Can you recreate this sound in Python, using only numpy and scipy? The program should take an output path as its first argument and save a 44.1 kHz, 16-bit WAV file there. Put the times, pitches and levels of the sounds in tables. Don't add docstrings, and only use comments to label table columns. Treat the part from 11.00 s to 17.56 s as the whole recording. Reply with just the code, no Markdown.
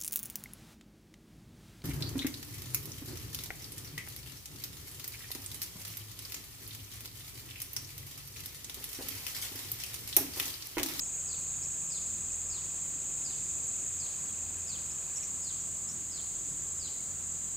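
import sys
import numpy as np
from scipy import signal
from scipy.fft import rfft, irfft
from scipy.io import wavfile
from scipy.ndimage import uniform_filter1d

SR = 44100
rng = np.random.default_rng(int(sys.argv[2]) if len(sys.argv) > 2 else 0)


def unload_audio(sound):
    columns = np.transpose(np.atleast_2d(sound))
    steps = np.round(np.clip(columns, -1, 1) * 32767)
    wavfile.write(sys.argv[1], SR, steps.astype(np.int16))


def boost(x):
    u = np.asarray(x, float) / 20
    return 10 ** u


N = 289340

# frequency in Hz, level in dB.
CHORUS_SPECTRUM = [(5500, -31), (5700, -27), (6050, -20), (6400, -13), (6520, -5.5), (6700, -7.5),
                   (6850, -2), (7450, 0), (7950, -3), (8250, -7.5), (8330, -12), (8700, -17.5), (9500, -24),
                   (10500, -38.5)]
# frequency in Hz, level in dB.
OVERTONE_SPECTRUM = [(12500, -42), (12950, -6), (13000, 0), (13500, 3), (14100, 5), (14900, 1), (15300, 4),
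                     (15800, -8)]
# time in seconds, groups per second.
TRILL_PACE = [(0, 16.9), (.8, 16.9), (1.2, 16.5), (2.3, 16.2), (4.5, 16.28), (5.8, 15.6), (6.56, 15)]
# place in the group from 0 to 1, level in dB.
WING_STROKES = [
    (.17, -5),
    (.38, -2),
    (.6, 0),
]
# start in seconds, peak level in dB.
FALLING_WHISTLES = [(0.272, -46), (0.898, -43), (1.4985, -45), (2.241, -44.5), (2.986, -46), (3.670, -43.5),
                    (4.426, -45), (5.1115, -43.5), (5.792, -43.5)]
# start in seconds, length in seconds, first Hz, last Hz, level in dB.
RISING_CHIPS = [(.042, .008, 4700, 5500, -45), (0.624, 0.02, 3940, 6130, -47),
                (1.312, .009, 5000, 5700, -56), (2.807, .012, 5600, 6300, -57),
                (3.254, .007, 4300, 5200, -56), (3.9, 0.032, 4930, 5760, -55),
                (4.158, 0.02, 5500, 5860, -43), (4.166, 0.012, 7710, 7700, -30),
                (4.227, 0.018, 5300, 6150, -45), (4.603, 0.018, 5330, 6050, -56),
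                (4.881, .026, 5040, 5720, -50), (4.91, 0.012, 5570, 6360, -45)]
# start in seconds, length in seconds, first Hz, last Hz, level in dB.
BUBBLES = [
    (1.577, .009, 700, 1300, -53),
    (3.293, .007, 3220, 3450, -53),
    (4.228, 0.0056, 2640, 2330, -45.5),
    (5.985, .025, 2140, 2220, -63),
]
# multiple of the shaft rate, level in dB, waver in dB.
SHAFT_ORDERS = [(1, -67.5, -2.5), (5, -73, 4), (6, -81, 4.5), (7, -83, 3), (9, -75, 3.5)]
# time in seconds, level in dB.
FIRING_CARRY = [(0.0, -65), (0.29, -56.5), (0.75, -56.5), (0.89, -73), (0.99, -59.5), (1.48, -54),
                (1.97, -62), (3.0, -55.5), (3.14, -65), (3.49, -53), (4.26, -63), (4.29, -57.5),
                (5.35, -60), (5.39, -69), (5.79, -55), (6.05, -67), (6.1, -54.5), (6.56, -58.5)]
# frequency in Hz, width in Hz, level in dB.
BLURRED_TONES = [(58, 19, -69.5), (135.5, 15, -62.5), (1160, 90, -71), (4900, 69, -70.5)]
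# frequency in Hz, level in dB.
RUMBLE_SPECTRUM = [(15, -32), (30, -14), (60, -8), (100, -5.5), (140, -7), (200, -9.5), (300, -9.5),
                   (450, -20), (900, -49)]
# time in seconds, extra rumble in dB.
PUFFS = [
    (1.52, 0),
    (2.33, 5),
    (3.38, 2),
    (5.08, 3.5),
    (5.52, 4.5),
]
# frequency in Hz, level in dB per Hz.
AIR_SPECTRUM = [(15, -36), (60, -32), (200, -29.5), (450, -20), (1000, -21.5), (2000, -25), (4000, -25.5),
                (5600, -30), (8000, -29.5), (10200, -32), (12300, -35), (15700, -42)]
# frequency in Hz, likeness from 0 to 1.
LIKENESS = [(60, 1.0), (120, 0.98), (240, 0.82), (480, 0.39), (950, 0.1), (1890, 0.35), (3770, 0.59),
            (7520, 1), (15000, 1)]

T = np.arange(N) / SR


def evened(x):
    return x / np.sqrt(np.mean(x ** 2) + 1e-20)


def read(points, hz):
    f, value = np.transpose(points)
    return np.interp(np.log(hz + 1), np.log(f + 1), value)


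def curve(rows):
    s, value = np.transpose(rows)
    return np.interp(T, s, value)


def bell(x):
    return np.exp(-.5 * x ** 2)


def add(mix, s, sound, pan_db):
    part = mix[:, round(s * SR):][:, :np.shape(sound)[-1]]
    part += sound[..., :part.shape[1]] * boost(np.array([[pan_db / 2], [-pan_db / 2]]))


def resonate(x, hz, width_hz):
    return signal.lfilter(*signal.iirpeak(hz, hz / width_hz, SR), x)


def slow(rate_hz):
    knots = rng.standard_normal(400)
    return evened(np.interp(T * rate_hz, np.arange(400), knots))


def hiss(shape, db, patchy_db):
    frames, hz = N // 512 + 5, np.fft.rfftfreq(2048, 1 / SR)
    a, b, c, d, patches = rng.standard_normal((frames, 1025, 5)).T
    patches = uniform_filter1d(patches, size=20, axis=0)
    patches = evened(uniform_filter1d(patches, size=10, axis=1))
    same = np.clip(read(LIKENESS, hz), 0, 1)[:, None]
    mid = (a + 1j * b) * np.sqrt(1 + same)
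    side = (c + 1j * d) * np.sqrt(1 - same)
    level_db = read(shape, hz)[:, None] + patchy_db * patches
    spectra = np.array([mid + side, mid - side]) * boost(level_db)
    noise = signal.istft(spectra, nperseg=2048, noverlap=1536)[1][:, :N]
    return boost(db) * evened(noise)


def whistle(hz, db, overtone_db, rough, soft):
    flutter = uniform_filter1d(uniform_filter1d(rng.standard_normal(6000), size=70), size=70)
    phase = 2 * np.pi * np.cumsum(hz) / SR
    tone = np.sin(phase) + boost(overtone_db) * np.sin(2 * phase)
    level = boost(db) * (1 + rough * evened(flutter)[:len(hz)])
    return level * tone * signal.windows.tukey(len(hz), soft)


def trees(x, wet_db, t60, twigs_db, alike):
    u = np.arange(SR // 2) / SR
    twigs = boost(twigs_db - 60 * u / .05)
    trunks = boost(-60 * u / t60) * np.clip(u / 0.0083, 0, 1)
    taps = rng.standard_normal((2, len(u))) * (twigs + trunks)
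    taps = taps + alike * taps[::-1]
    return boost(wet_db) * signal.fftconvolve(x[None], taps / np.linalg.norm(taps[0]), axes=1)


def cicadas(count=90, clicks_per_s=500, width_hz=45, throb=0.27, scatter=0.34, pan_db=-.4):
    level_db = -37.78 + 0.0531 * T + 0.76 * slow(2.37)
    slots = 8192
    t = np.arange(slots) / slots * N / SR
    offset_hz = np.fft.fftshift(np.fft.fftfreq(slots, N / SR / slots))
    bins = np.zeros((2, N // 2 + 1), complex)
    for hz, (rate, turn) in zip(np.linspace(5500, 10500, count), rng.random((count, 2))):
        a, b = rng.standard_normal((2, 2, slots))
        struck = rng.random((2, slots)) < clicks_per_s * N / SR / slots
        clicks = (a + 1j * b) * struck
        clicks *= 1 + throb * np.sin(2 * np.pi * ((19 + 12 * rate) * t + turn))
        drum = boost(read(CHORUS_SPECTRUM, hz)) * bell(offset_hz / width_hz)
        low = int(hz * N / SR) - slots // 2
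        bins[:, low:low + slots] += np.fft.fft(clicks) * drum
    mid, side = irfft(bins, N)
    mid, side = evened(mid), scatter * evened(side)
    return boost(level_db) * np.array([(mid + side) * boost(pan_db / 2), (mid - side) / boost(pan_db / 2)])


def cicada_overtone():
    return hiss(OVERTONE_SPECTRUM, -65, 1.1)


def cricket(wing_hz=6594, stroke_s=0.0027, drone_hz=6640, drone_db=-58):
    groups_per_s = curve(TRILL_PACE)
    place = np.cumsum(groups_per_s) / SR % 1
    strokes = sum(boost(db) * bell((place - at) / groups_per_s / stroke_s) for at, db in WING_STROKES)
    wing = np.sin(2 * np.pi * wing_hz * T + 1.6 * slow(45)) * boost(1.5 * slow(30))
    drone = evened(resonate(rng.standard_normal(N), drone_hz, 10))
    tiring_db = -46 - 1.05 * T
    return boost(tiring_db) * evened(strokes * wing) + boost(drone_db) * drone


def ticker(hz=2531, db=-54, weak_db=-1.5, spread_db=1.0, rise_s=0.00084, t60=0.033):
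    out, u = np.zeros((2, N)), np.arange(2000) / SR
    tick = (1 - np.exp(-u / rise_s)) ** 2 * boost(-60 * u / t60) * np.sin(2 * np.pi * hz * u)
    tick /= tick.max()
    times = np.arange(.0192, 4.19, .04002)
    for k, (s, luck) in enumerate(zip(times, rng.standard_normal(len(times)))):
        stroke_db = db + weak_db * (k % 2) + spread_db * luck
        add(out, s, (-1) ** k * tick * boost(stroke_db), -1.5)
    return out


def far_bird(length_s=.096, knee_s=.043, knee_hz=4330, rise_s=0.0027):
    out, u = np.zeros((2, N)), np.arange(0, length_s, 1 / SR)
    hz = knee_hz - 18000 * (u - knee_s) - 4.2e6 * (u - knee_s) ** 3
    leafy = bell((hz - 4600) / 1300)
    for s, peak_db in FALLING_WHISTLES:
        db = peak_db - 10 - 41 * u
        call = np.minimum(u / rise_s, 1) * whistle(hz, db, -40, rough=.4, soft=.06)
        add(out, s, call, 10.5)
        add(out, s, trees(call * leafy, 8.05, 0.86, twigs_db=5.5, alike=0.32), 1.8)
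    return out


def near_bird(loud_db=-43):
    out = np.zeros((2, N))
    for s, length, first_hz, last_hz, db in RISING_CHIPS:
        octave_db = -16 + 1.5 * min(db - loud_db, 0)
        octave_db -= 30 * (first_hz > 7000)
        rise = np.linspace(0, 1, round(length * SR)) ** .6
        chip = whistle(first_hz + (last_hz - first_hz) * rise, db - 4, octave_db, rough=.5, soft=.4)
        add(out, s, chip, 0)
        add(out, s, trees(chip, 4.1, 0.24, 7.8, 0.36), .1)
    return out


def drips():
    out = np.zeros((2, N))
    for s, length, first_hz, last_hz, db in BUBBLES:
        hz = np.linspace(first_hz, last_hz, round(length * SR))
        plip = whistle(hz, db, -30, rough=.15, soft=.5)
        add(out, s, plip, 1.5)
        add(out, s, trees(plip, -3.5, 0.15, 9, 0.4), .1)
    return out


def engine(shaft_hz=42.0):
    turn = 2 * np.pi * np.cumsum(shaft_hz * (1 + 0.00403 * slow(1.468))) / SR
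    lines = np.zeros(N)
    for k, db, waver_db in SHAFT_ORDERS:
        lines += boost(db + 4 + waver_db * slow(4.5)) * np.sin(k * turn + k * k)
    lines += boost(curve(FIRING_CARRY) + 2.5) * np.sin(2 * turn)
    fourth_db = -58 - 5.5 * abs(slow(7))
    lines += boost(fourth_db) * np.sin(4 * turn + 1.24)
    for hz, width_hz, db in BLURRED_TONES:
        lines += boost(db) * evened(resonate(rng.standard_normal(N), hz, width_hz))
    return lines


def rumble(puff_s=0.14):
    puffs_db = sum(db * bell((T - s) / puff_s) for s, db in PUFFS)
    return boost(-62 + puffs_db + 0.66 * slow(6)) * hiss(RUMBLE_SPECTRUM, 2.3, 0.94)


def open_air(lull_s=4.3):
    growing_db = -60.5 + 0.2532 * np.minimum(T, lull_s)
    lull_db = -1.3 * np.clip((T - lull_s) / 0.24 + .5, 0, 1)
    return boost(growing_db + lull_db) * hiss(AIR_SPECTRUM, 6, 0.62)


def scene():
    insects = cicadas() + cicada_overtone() + cricket() + ticker()
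    return insects + far_bird() + near_bird() + drips() + engine() + rumble() + open_air()


def low_pass(x):
    return signal.sosfilt(signal.butter(12, 16090, fs=SR, output="sos"), x)


def record(dry):
    mid, side = rfft(dry[0] + dry[1]) / 2, rfft(dry[0] - dry[1]) / 2
    hz = np.fft.rfftfreq(N, 1 / SR)
    mid, side = mid * (hz < 15760), side * (hz < 9500)
    mix = irfft(np.array([mid + side, mid - side]), N)
    return low_pass(mix)


dry = scene()
out = record(dry)
unload_audio(out)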